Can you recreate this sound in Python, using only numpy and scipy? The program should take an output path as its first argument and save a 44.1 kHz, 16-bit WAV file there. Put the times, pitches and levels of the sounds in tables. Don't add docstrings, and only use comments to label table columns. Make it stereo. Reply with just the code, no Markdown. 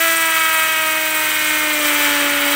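import sys
import numpy as np
from scipy import signal
from scipy.fft import rfft, irfft, next_fast_len
from scipy.io import wavfile
from scipy.ndimage import uniform_filter1d

SR = 44100
rng = np.random.default_rng(int(sys.argv[2]) if len(sys.argv) > 2 else 0)


def dump(signal):
    limited = np.clip(np.atleast_2d(signal).T, -1, 1)
    pcm = np.round(limited * 32767).astype(np.int16)
    wavfile.write(sys.argv[1], SR, pcm)


N = 112454
TIME = np.arange(N) / SR


def undb(db):
    return 10 ** (np.asarray(db) / 20)


def unit(x):
    return x / np.sqrt(np.mean(x ** 2))


def curve(col, table):
    table = np.array(table)
    return np.interp(TIME, table[:, 0], table[:, col])


def colour(x, table):
    hz, db = np.array(table, float).T
    size = 8192
    log_hz = np.log(np.maximum(np.arange(size // 2 + 1) * SR / size, 1))
    outside = np.maximum(np.log(hz[0]) - log_hz, 0) + np.maximum(log_hz - np.log(hz[-1]), 0)
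    gain_db = np.maximum(np.interp(log_hz, np.log(hz), db) - 45 * outside, -120)
    cepstrum = irfft(np.log(undb(gain_db)))
    cepstrum[1:size // 2] *= 2
    cepstrum[size // 2 + 1:] = 0
    response = irfft(np.exp(rfft(cepstrum)))
    return unit(signal.fftconvolve(x, response)[:N])


def ring(x, hz, width):
    return unit(signal.lfilter(*signal.iirpeak(hz, hz / width, fs=SR), x))


def walk(rate):
    hold = int(SR / rate)
    steps = np.repeat(rng.standard_normal(N // hold + 1), hold)
    return unit(uniform_filter1d(uniform_filter1d(steps, hold), hold)[:N])


def clicks(at, size):
    at = np.clip(at, 0, N - 2)
    i, part = at.astype(int), at % 1
    return np.bincount(i, size * (1 - part), N) + np.bincount(i + 1, size * part, N)


def gate(phase, late, decay, rest):
    return rest + np.exp(-((phase - late) % 1) / decay)


def split(x, hz):
    low = signal.sosfiltfilt(signal.butter(2, hz, fs=SR, output="sos"), x)
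    return low, x - low


def spread(x):
    delay_ms_per_khz = .6
    size = next_fast_len(N + 4096)
    khz = np.arange(size // 2 + 1) * SR / size / 1000
    return irfft(rfft(x, size) * np.exp(-1j * np.pi * delay_ms_per_khz * khz ** 2), size)[:N]


# t/s, blow rate f/Hz, rattle level/dB
SPEED = [(0.0, 330.0, -24.5), (0.15, 328.5, -24.8), (0.3, 324.1, -23.2), (0.45, 321.5, -23.1),
         (0.6, 319.6, -23.9), (0.75, 317.8, -25.1), (0.9, 315.2, -25.2), (1.05, 313.7, -25.3),
         (1.2, 311.0, -24.2), (1.35, 308.1, -23.8), (1.5, 306.6, -23.8), (1.65, 305.1, -23.7),
         (1.8, 298.9, -22.6), (1.95, 293.9, -21.3), (2.1, 291.4, -19.7), (2.25, 288.2, -21.3),
         (2.4, 287.7, -19.8), (2.55, 287.9, -18.7)]
TEETH = 15
TURN_START = .3


def motor():
    phase = np.cumsum(curve(1, SPEED)) / SR
    return phase, phase / TEETH + TURN_START


# t/s, then level/dB of wall hum, its octave, its twelfth, casing ring,
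# even blows, low grinding, treble grit, bit ring
DRILL = [(0.0, -34, -26.5, -35, -23.5, -17.5, -47, -19.5, -34),
         (0.15, -34, -30, -38, -27, -19, -43, -21, -29),
         (0.3, -38, -33.5, -30.5, -28, -21, -45, -22.5, -29.5),
         (0.45, -38, -35.5, -32.2, -26, -21, -43, -21.5, -29.5),
         (0.6, -42, -33, -29.5, -25, -19.5, -41.5, -21.5, -32),
         (0.75, -42.6, -32, -34, -27, -21, -42.5, -23.5, -33.5),
         (0.9, -37, -31.5, -30.5, -24, -21.5, -43, -22.5, -32.5),
         (1.05, -36.5, -31.5, -33, -35, -22.5, -43, -22.5, -35.5),
         (1.2, -35, -33.5, -29, -26, -21, -39.5, -21.5, -31.5),
         (1.35, -39, -36.5, -38, -38, -20.5, -41, -23, -34),
         (1.5, -33, -37, -38.5, -30, -19.5, -39.7, -22.5, -34),
         (1.65, -32.2, -31.5, -34.3, -29, -20, -39, -23.5, -36),
         (1.8, -29.5, -28.5, -41, -28, -23.5, -37, -22.5, -35.5),
         (1.95, -29.7, -32.0, -31, -27, -21, -35.5, -22, -33.5),
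         (2.1, -27.5, -33, -30, -28, -20.5, -35.5, -21.5, -32.5),
         (2.25, -27.5, -28.5, -37, -18, -20.5, -35.1, -22.5, -36),
         (2.4, -28.5, -28, -35.5, -54, -25.5, -37, -23, -34),
         (2.55, -27, -27.5, -35, -44, -25, -36, -21.5, -32)]


def hum(phase):
    total = 0
    for k, depth_db in zip((1, 2, 3), (.6, 1.2, 1.5)):
        level = undb(curve(k, DRILL) + depth_db * walk(25.42))
        total = total + np.sqrt(2) * level * np.sin(2 * np.pi * k * phase + k)
    return total


# f/Hz, level/dB per Hz (relative)
GRIND = [(190, -27), (330, -10), (522, -9), (584, -7.5), (673, -11), (850, -10), (1100, -18), (1870, -120)]


def grinding():
    return undb(curve(6, DRILL)) * colour(rng.standard_normal(N), GRIND)


TOOTH_DB, BLOW_DB = .8, .8


def tooth_blows(phase):
    count = np.arange(1, int(phase[-1]))
    at = np.interp(count, phase, np.arange(N))
    period = np.gradient(at)
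    tooth_level = TOOTH_DB * rng.standard_normal(TEETH)[count % TEETH]
    size = undb(tooth_level + BLOW_DB * rng.standard_normal(len(count)))
    tooth_shift = 0.0096 * rng.standard_normal(TEETH)[count % TEETH]
    at = at + period * (tooth_shift + .012 * walk(40)[at.astype(int)])
    blows = clicks(at + 0.0038 * period * rng.standard_normal(len(count)), size)
    return at, period, size, blows


CASING_HZ, CASING_WIDTH_HZ = 1289, 70


def casing_ring(blows):
    casing = ring(ring(blows, CASING_HZ, CASING_WIDTH_HZ), CASING_HZ, 350)
    return undb(curve(4, DRILL)) * casing


# f/Hz, level/dB per Hz (relative)
BLOW = [(1150, -35), (1400, 6.5), (1500, 0.5), (1600, 4), (1750, -0.5), (1850, -1.5), (1970, 3), (2140, 2),
        (2250, 0.5), (2450, 2.5), (2600, 0), (2800, -9), (3200, -2.5), (3600, -10), (4600, -21.5)]
REBOUND_LATE = 0.514
REBOUND_DB, REBOUND_DB_PER_S = -16, 2.5
CHUCK_HZ, CHUCK_WIDTH_HZ, CHUCK_DB = 2127, 38, -14


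def even_blows(at, period, size, blows):
    late = REBOUND_LATE + 0.023 * rng.standard_normal(len(at))
    rebound = clicks(at + period * late, size * undb(REBOUND_DB + REBOUND_DB_PER_S * at / SR))
    even = colour(blows + rebound, BLOW)
    chuck = undb(CHUCK_DB) * ring(even, CHUCK_HZ, CHUCK_WIDTH_HZ)
    chuck_fade = np.clip(TIME - .6, 0, 1)
    return undb(curve(5, DRILL)) * spread(even + chuck * chuck_fade)


# f/Hz, level/dB per Hz (relative)
RATTLE = [(800, -12.5), (1000, -7.5), (1310, 3.5), (1430, -4), (2130, 3), (2700, -6.5), (3140, 1),
          (3700, -9.5), (5000, -17.5)]
RATTLE_DB, RATTLE_JITTER = 2.5, 0.2046
CRUSH_DB = 10
BITE_S, BITE_DB, BITE_HZ = .25, -5, 1800


def rattle(phase, at, period):
    late, strength, sign = rng.standard_normal((3, len(at)))
    loose = clicks(at + period * (.6 + RATTLE_JITTER * late), np.sign(sign) * undb(RATTLE_DB * strength))
    crush = gate(phase, 0.041, 1.0, 1.0) * rng.standard_normal(N)
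    knocks = spread(colour(unit(loose) + undb(CRUSH_DB) * unit(crush), RATTLE))
    dull, bright = split(knocks, BITE_HZ)
    bite = undb(BITE_DB * np.clip(1.5 - TIME / BITE_S, 0, 1))
    return undb(curve(2, SPEED)) * (dull + bright * bite)


def hammer(phase, turn, swell):
    at, period, size, blows = tooth_blows(phase)
    wobble = undb(.8 * np.cos(2 * np.pi * (turn - .35)))
    ringing = casing_ring(blows) + even_blows(at, period, size, blows)
    return wobble * (ringing + swell * rattle(phase, at, period))


def grains(scatter_db):
    level_db = scatter_db * rng.standard_normal(N // 16 + 1).repeat(16)[:N]
    return rng.standard_normal(N) * undb(level_db)


# f/Hz, level/dB per Hz (relative)
GRIT = [(3800, -10), (4200, -3.5), (5200, -9), (5600, -4.5), (5900, 0), (6400, -6.5), (6900, -3.5),
        (7450, -0.5), (7900, 0), (8600, 1), (9300, -2.5), (10800, -5), (12000, -4), (14000, -1), (14700, 0),
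        (15350, 5), (15600, -1), (16000, -2)]
GRIT_SPLIT_HZ = 9500


def grit(phase, turn, swell):
    soft = colour(grains(0.87) * gate(phase, 0.64, 0.43, 1.2), GRIT)
    sharp = colour(grains(1.8) * gate(phase, .7, .2, .55), GRIT)
    low = split(soft, GRIT_SPLIT_HZ)[0] * undb(.9 * walk(5.05))
    high = split(sharp, GRIT_SPLIT_HZ)[1]
    high = high * undb(.9 * np.cos(2 * np.pi * turn) + 0.46 * walk(23))
    return (low + high) * undb(curve(7, DRILL)) * swell


# f/Hz, bandwidth f/Hz, level/dB (relative)
BIT = [(8590, 140, 4), (8660, 300, -16.5), (8200, 126, 0), (12400, 200, -14)]
RING_WOBBLE = .95


def bit_ring(phase, turn):
    strike = rng.standard_normal(N) * gate(phase, .75, .25, .35)
    strike = strike * (1 + RING_WOBBLE * np.cos(2 * np.pi * turn))
    modes = sum(undb(db) * ring(strike, hz, width) for hz, width, db in BIT)
    return unit(modes) * undb(curve(8, DRILL))


# f/Hz, level/dB per Hz (relative)
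RUMBLE = [(15, -56), (25, -25), (65, -4.5), (91, -15), (130, -7.5), (227, -12.5), (252, -7.5), (260, -15),
          (340, -38), (570, -120)]
RUMBLE_DB = -50
# f/Hz, rms level/dB before a slow wavering
TONES = [(59.2, -64.5), (113.0, -58), (145.3, -60)]


def rumble():
    tones = 0
    for hz, db in TONES:
        level = undb(db + 1.0 * walk(3.9))
        tones = tones + np.sqrt(2) * level * np.sin(2 * np.pi * hz * TIME)
    return undb(RUMBLE_DB) * colour(rng.standard_normal(N), RUMBLE) + tones


# delay t/ms, level/dB re direct sound
ECHOES = [(.78, -17), (1.05, -18), (1.3, -19), (2.1, -18), (2.75, -16), (3.1, -18), (5.0, -21), (6.25, -19),
          (6.7, -18), (9.2, -21)]


def echoes(x):
    ms, db = np.array(ECHOES).T
    answer = clicks(ms * SR / 1000, undb(db))[:1024]
    return x + signal.fftconvolve(x, answer)[:N]


# t/s, swell level/dB
CATCHES = [(.09, 1.5), (.36, 1.6), (1.3, 0.8), (1.87, 3), (2.04, 1.5), (2.28, 0.2), (2.52, 1)]
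CATCH_S = 0.032


def catches():
    return undb(sum(db * np.exp(-((TIME - at) / CATCH_S) ** 2) for at, db in CATCHES))


def scene():
    phase, turn = motor()
    swell = catches()
    wall = hum(phase) + grinding()
    tool = hammer(phase, turn, swell) + grit(phase, turn, swell) + bit_ring(phase, turn)
    mid = wall - echoes(tool) + rumble()
    return np.array([mid, mid])


TOP_HZ = 15770


def record(dry):
    return signal.sosfilt(signal.ellip(18, .2, 80, TOP_HZ, fs=SR, output="sos"), dry)


dry = scene()
out = record(dry)
dump(out)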